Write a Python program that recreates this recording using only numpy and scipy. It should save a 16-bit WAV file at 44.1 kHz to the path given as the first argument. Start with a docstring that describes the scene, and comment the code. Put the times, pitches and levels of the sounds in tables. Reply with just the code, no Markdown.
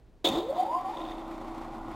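"""A quiet room; then a four-pole induction motor on a bench is switched straight onto 60 Hz mains.
The switch clacks and bounces, and the rotor slots whine upward as tones through the ringing frame.
Then a loose metal part rattles: short taps and grainy noise ring thin metal. The motor settles to a hum
of shaft tones and a noisy roar that knocks at about 30 turns a second. Throughout, a small camera
microphone, nearly mono, adds faint mirror copies of the low sound in the treble."""
import sys
import numpy as np
from scipy import signal
from scipy.fft import rfft, irfft
from scipy.io import wavfile
from scipy.ndimage import uniform_filter1d

SR = 44100
rng = np.random.default_rng(int(sys.argv[2]) if len(sys.argv) > 2 else 0)


def dump(signal):
    """Clip the signal to [-1, 1] and save it as 16-bit WAV at the path in sys.argv[1]."""
    limited = np.clip(np.atleast_2d(signal).T, -1, 1)
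    pcm = np.round(limited * 32767).astype(np.int16)
    wavfile.write(sys.argv[1], SR, pcm)


def natural_amplitude(level_db):
    """Convert a level in decibels to a linear amplitude factor, elementwise."""
    exponent = np.asarray(level_db, float) / 20
    return 10 ** exponent


N = 85995
T = np.arange(N) / SR  # time [s]
MAINS_HZ = 60


def unit(x):
    """Scale to rms 1."""
    return x / np.sqrt(np.mean(x ** 2))


def curve(rows, col=1):
    """Draw straight lines through one table column over time."""
    return np.interp(T, [r[0] for r in rows], [r[col] for r in rows])


def walk(rate_hz):
    """Wander at random with rms 1: levels held for 1 / rate_hz seconds, then smoothed twice."""
    hold = int(SR / rate_hz)
    steps = np.repeat(rng.standard_normal(N // hold + 1), hold)
    smooth = uniform_filter1d(uniform_filter1d(steps, hold), hold)
    return unit(smooth[:N])


def coloured(points):
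    """Make noise of rms 1 whose spectrum follows (frequency [Hz], relative level [dB per Hz])."""
    log_hz = np.log(np.arange(N // 2 + 1) * SR / N + 1)
    p = np.array(points)
    gain = natural_amplitude(np.interp(log_hz, np.log(p[:, 0]), p[:, 1]))
    return unit(irfft(rfft(rng.standard_normal(N)) * gain, N))


def bell(centre_s, width_s):
    """Make a smooth bump of height 1 in time."""
    return np.exp(-((T - centre_s) / width_s) ** 2)


def ring(x, modes, between_db):
    """Add resonances side by side, each scaled at its centre, to a flat share of the input."""
    out = natural_amplitude(between_db) * x
    for hz, width, db in modes:
        out = out + natural_amplitude(db) * signal.lfilter(*signal.iirpeak(hz, hz / width, SR), x)
    return out


def band(x, lo_hz, hi_hz):
    """Keep one band of frequencies, with steep edges."""
    return signal.sosfilt(signal.butter(3, [lo_hz, hi_hz], "bandpass", fs=SR, output="sos"), x)


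# rotor speed and magnetic pull:
# (time [s], slots passing [Hz], level of the top whine line before throb and frame [dB])
SPIN = [(.25, 19.77, -44), (.3, 95, -23), (.365, 200, -38.5), (.416, 278, -32), (.5, 428, -30),
        (.545, 525, -40), (.575, 588, -28.5), (.6, 628, -29), (.64, 673, -29.5), (.68, 775.4, -34),
        (.752, 930, -24.5), (.775, 965, -36.5), (.81, 1030, -36.5), (.87, 1000, -38), (.95, 1215, -57.5),
        (1.02, 1285, -55.5), (1.15, 1312, -63.5), (1.95, 1318, -46.5)]


def rotor():
    """Add up the slot rate to get the slot phase and the shaft angle, zero at the tight spot."""
    slot_count, knock_s = 44, 1.681  # knock_s: a moment when the tight spot passes
    slot_hz = curve(SPIN)
    slot_phase = 2 * np.pi * np.cumsum(slot_hz) / SR
    shaft = (slot_phase - np.interp(knock_s, T, slot_phase)) / slot_count
    return slot_hz, slot_phase, shaft, curve(SPIN, col=2)


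# whine lines, as steps of twice the mains away from the slot rate: [steps]
WHINE_STEPS = [1, 0, -2, -5, -8]
# the three lowest lines against the top one:
# (time [s], level at step -2 [dB], level at step -5 [dB], level at step -8 [dB])
WHINE_SHARES = [(.6, -44, -50, -30), (.655, -29, -45, -48), (.685, -4, -45, -47), (.715, -12.5, -50, -50.5),
                (.78, -1.5, -51, -42), (.81, -8, -38, -31), (.88, 5, -41, -40.5), (.96, 17.5, 3, 7),
                (1.05, 0, 14.5, 6), (1.12, 3, -4, -25), (1.95, -7, -14, -31)]


def slot_whine(slot_phase, shaft, top_db):
    """Passing slots sing at their rate shifted by mains steps, throbbing with the turn and the mains."""
    slot_line_db, wander_rad = -12, 0.4  # plain slot rate against the top line; unsteady phase
    turn_depth, mains_depth = 0.35, 0.25
    low_db = [curve(WHINE_SHARES, col=c + 1) for c in range(len(WHINE_STEPS) - 2)]
    whine = 0
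    for step, db in zip(WHINE_STEPS, [0, slot_line_db] + low_db):
        level = natural_amplitude(db + 1.5 * walk(60.8))
        phase = slot_phase + 4 * np.pi * step * MAINS_HZ * T + wander_rad * walk(39.5)
        whine = whine + level * np.sqrt(2) * np.sin(phase)
    throb = 1 + turn_depth * np.cos(shaft) + mains_depth * np.cos(2 * np.pi * MAINS_HZ * T)
    return band(whine * natural_amplitude(top_db) * throb, 156, 1310)


# jolts of the frame as the current bites: (time [s], peak level before filtering and frame [dB])
JOLTS = [(.247, -11), (.259, -8.5), (.271, -8.5), (.29, -14)]


def current_jolts():
    """The current jerks the frame in short pulses that push and pull by turns."""
    pulses = sum((-1) ** k * natural_amplitude(db) * bell(s, 0.0004) for k, (s, db) in enumerate(JOLTS))
    return band(pulses, 260, 1330)


# frame and bench resonances: (frequency [Hz], width [Hz], gain [dB])
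FRAME = [(336.4, 16.8, 6.5), (453, 23, -11.5), (543, 16, 1), (647, 130, -8.5), (727.8, 10.1, 6.5),
         (763, 7.2, 2.5), (833, 14, -2.5), (931, 16, 1), (1010.6, 11.4, 2.5), (1041.4, 12.7, 1),
         (1292, 26, -9.5)]


def ring_frame(x):
    """The frame and bench ring at their own pitches."""
    return ring(x, FRAME, between_db=-10)


# shaking of the ringing frame: (time [s], level [dB])
SHAKE = [(.245, -28.5), (.26, -33.5), (.3, -33.5), (.37, -29), (.44, -40), (.6, -35.5), (.7, -43),
         (.8, -47), (1.0, -41), (1.2, -45.5), (1.95, -59)]


def shaking():
    """Rough shaking, made of noise, rings the frame."""
    return unit(ring_frame(band(rng.standard_normal(N), 231, 974))) * natural_amplitude(curve(SHAKE))


# tones of the hum, as multiples of the shaft rate: [order]
HUM_ORDERS = [1, 7, 8, 9, 10, 11, 21, 25, 26, 27]
# their levels at full speed, before the slow easing and wander: [dB]
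HUM_DB = [-49, -62, -53.5, -60.5, -53.5, -44, -58, -58.5, -65, -53]


def shaft_hum(shaft, slot_hz):
    """Tones locked to the shaft grow steeply with speed; the upper ones ease as the current settles."""
    speed_power, sag_db_s = 15.7, -2.5  # sag counts from 1.2 s
    hum = 0
    for order, db in zip(HUM_ORDERS, HUM_DB):
        sag_db = (order > 1) * sag_db_s * (T - 1.2)
        level = natural_amplitude(db + 0.6 * walk(6) + sag_db)
        hum = hum + level * np.sqrt(2) * np.cos(order * shaft + 0.3 * walk(3))
    return hum * (slot_hz / slot_hz[-1]) ** speed_power


def knocking(shaft):
    """Once a turn, at the tight spot, the gain jumps and then returns to rest."""
    swell_db, fade_turns = 3.5, 0.19
    since_knock = shaft / (2 * np.pi) % 1  # part of a turn
    return natural_amplitude((swell_db + 2.9 * walk(29.88)) * np.exp(-since_knock / fade_turns))


# colour of the roar: (frequency [Hz], relative level [dB per Hz])
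ROAR = [(90, -35), (150, -21), (250, -2.5), (350, 0), (445, -13.5), (620, -7), (800, 0), (920, -4.5),
        (1040, -3), (1330, -12.5), (1700, -25.5), (2200, -71)]
# loudness of the roar: (time [s], level [dB])
ROAR_CURVE = [(.245, -44), (.5, -54), (.85, -44.5), (1.05, -45), (1.95, -43.5)]


def rotor_roar(knock):
    """The running rotor roars as broad noise that swells with the knock."""
    return unit(coloured(ROAR) * knock) * natural_amplitude(curve(ROAR_CURVE))


# colour of fan and bearings: (frequency [Hz], relative level [dB per Hz])
HISS = [(710, -14.5), (1200, -4), (1350, -7), (1630, -14.5), (1910, -6), (2650, -13), (13000, -35),
        (15000, -38), (16000, -69)]
# loudness of the hiss before wander and knock: (time [s], level [dB])
HISS_CURVE = [(.245, -41.5), (.3, -43.5), (.44, -57), (.6, -53.5), (.82, -57.5), (1.0, -52.5), (1.2, -55.5),
              (1.95, -57.5)]


def fan_hiss(knock):
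    """Fan and bearings hiss as unsteady noise that follows the knock more gently."""
    level = natural_amplitude(curve(HISS_CURVE) + 1.57 * walk(40.14))
    return coloured(HISS) * level * unit(knock ** 0.58)


# bench rumble: (time [s], level [dB])
RUMBLE = [(.245, -67), (.3, -47), (.7, -59.5), (1.2, -59.5), (1.95, -50)]


def bench_rumble():
    """The bench rumbles as deep noise."""
    return unit(band(rng.standard_normal(N), 24, 300)) * natural_amplitude(curve(RUMBLE))


def motor():
    """Whine and jolts ring the frame; shaking, roar, hum, hiss and rumble add to it."""
    slot_hz, slot_phase, shaft, top_db = rotor()
    knock = knocking(shaft)
    rung = ring_frame(slot_whine(slot_phase, shaft, top_db) + current_jolts())
    noises = shaking() + rotor_roar(knock) + fan_hiss(knock) + bench_rumble()
    return rung + noises + shaft_hum(shaft, slot_hz)


# thin metal of the switch and the loose part: (frequency [Hz], width [Hz], gain [dB])
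TIN = [(2210, 67, -15), (2630, 77, 2.5), (2990, 170, 2), (3306, 79, 13.5), (3532, 62, 20), (3610, 70, 20),
       (3710, 40, 14.5), (4320, 68, -22), (6300, 700, -4.5), (7700, 33, -14), (11400, 1200, -11.5),
       (15700, 1200, -8)]
# clicks of metal on metal, switch bounce then rattle: (time [s], peak level before filtering [dB])
CLICKS = [(.2468, -21.5), (0.25, -16.5), (0.2552, -16), (0.2612, -13.5), (0.2641, -31), (0.2748, -26.5),
          (0.2878, -20), (0.894, -47), (0.935, -47), (0.951, -60), (.971, -34.5), (.984, -40), (1.005, -40),
          (1.017, -35), (1.029, -51), (1.041, -43), (1.052, -35.5), (1.064, -35.5), (1.087, -38),
          (1.097, -44), (1.119, -39), (1.129, -44), (1.151, -50), (1.163, -54), (1.183, -46), (1.196, -51),
          (1.215, -45.5), (1.251, -53), (1.283, -49)]
# buzz of the thin metal before its grain, loud at the switch-on, then dying away with short returns:
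# (time [s], level [dB])
BUZZ = [(.245, -26), (.27, -27.5), (.302, -37.5), (.37, -41), (.44, -52.5), (.536, -61), (.572, -50.5),
        (.615, -54.5), (.64, -58.5), (.85, -72), (.97, -58), (1.12, -62), (1.2, -68.5), (1.95, -72)]


def tin():
    """Short taps and grainy noise ring the thin metal; one bright snap ends the switch bounce."""
    tin_between_db, click_s, crack_s = -43, 0.00005, 0.0013
    taps = band(sum(natural_amplitude(db) * bell(s, click_s) for s, db in CLICKS), 2200, 4150)
    noise = rng.standard_normal(N)
    # scraping noise within each tap
    cracks = natural_amplitude(-21) * sum(natural_amplitude(db) * bell(s + crack_s / 2, crack_s) for s, db in CLICKS)
    grain_db = 1.4 * walk(200)
    rung_rms = np.std(ring(noise, TIN, tin_between_db))
    buzz = noise * (cracks + natural_amplitude(curve(BUZZ) + grain_db)) / rung_rms
    # last, brighter bounce of the switch
    snap = natural_amplitude(-37) * unit(band(noise, 3000, 12000)) * bell(0.2895, crack_s)
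    return ring(taps + buzz, TIN, tin_between_db) + snap


# colour of the quiet room: (frequency [Hz], relative level [dB per Hz])
ROOM = [(12, -25), (20, -0.5), (48, 4), (85, -9), (116, 0), (140, -15), (174, -3.5), (195, -13.5),
        (376, -11.5), (551, -19.5), (632, -17.5), (1290, -30), (4000, -39), (14000, -53.5)]


def room():
    """The room is steady, soft noise."""
    return coloured(ROOM) * natural_amplitude(-56.5)


def bass_side(mid):
    """Deep noise and a little of the shared bass make left and right differ."""
    noise = unit(band(rng.standard_normal(N), 25, 160)) * natural_amplitude(-68)
    return noise - natural_amplitude(-20) * band(mid, 11, 140)


def scene():
    """Motor and metal start with the switch, over the room; only the deep bass differs left and right."""
    on_s, fade_s = 0.2427, 0.003
    switched_on = np.clip((T - on_s) / fade_s, 0, 1)
    mid = (motor() + tin()) * switched_on + room()
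    side = bass_side(mid)
    return np.array([mid + side, mid - side])


# mirror copies around 1, 2, 3 and 4 times a fixed tone: level of each copy [dB]
MIRROR_DB = [-36, -41, -44, -46]


def mirror_copies(dry):
    """Multiplying the low sound by fixed tones copies it, mirrored, to both sides of each tone."""
    mirror_hz = 3901
    carrier = 0
    for k, db in enumerate(MIRROR_DB):
        carrier = carrier + 2 * natural_amplitude(db) * np.cos(2 * np.pi * (k + 1) * mirror_hz * T)
    return band(dry, 100, 1500) * carrier


def band_limit(x):
    """A steep low-pass at the top of the band."""
    return signal.sosfilt(signal.butter(12, 16740, fs=SR, output="sos"), x)


def record(dry):
    """The microphone adds faint mirror copies of the low sound; the very top is cut."""
    top_cut = signal.ellip(8, 0.2, 60, 15750, fs=SR, output="sos")
    mix = signal.sosfilt(top_cut, dry + mirror_copies(dry))
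    return band_limit(mix)


dry = scene()
out = record(dry)
dump(out)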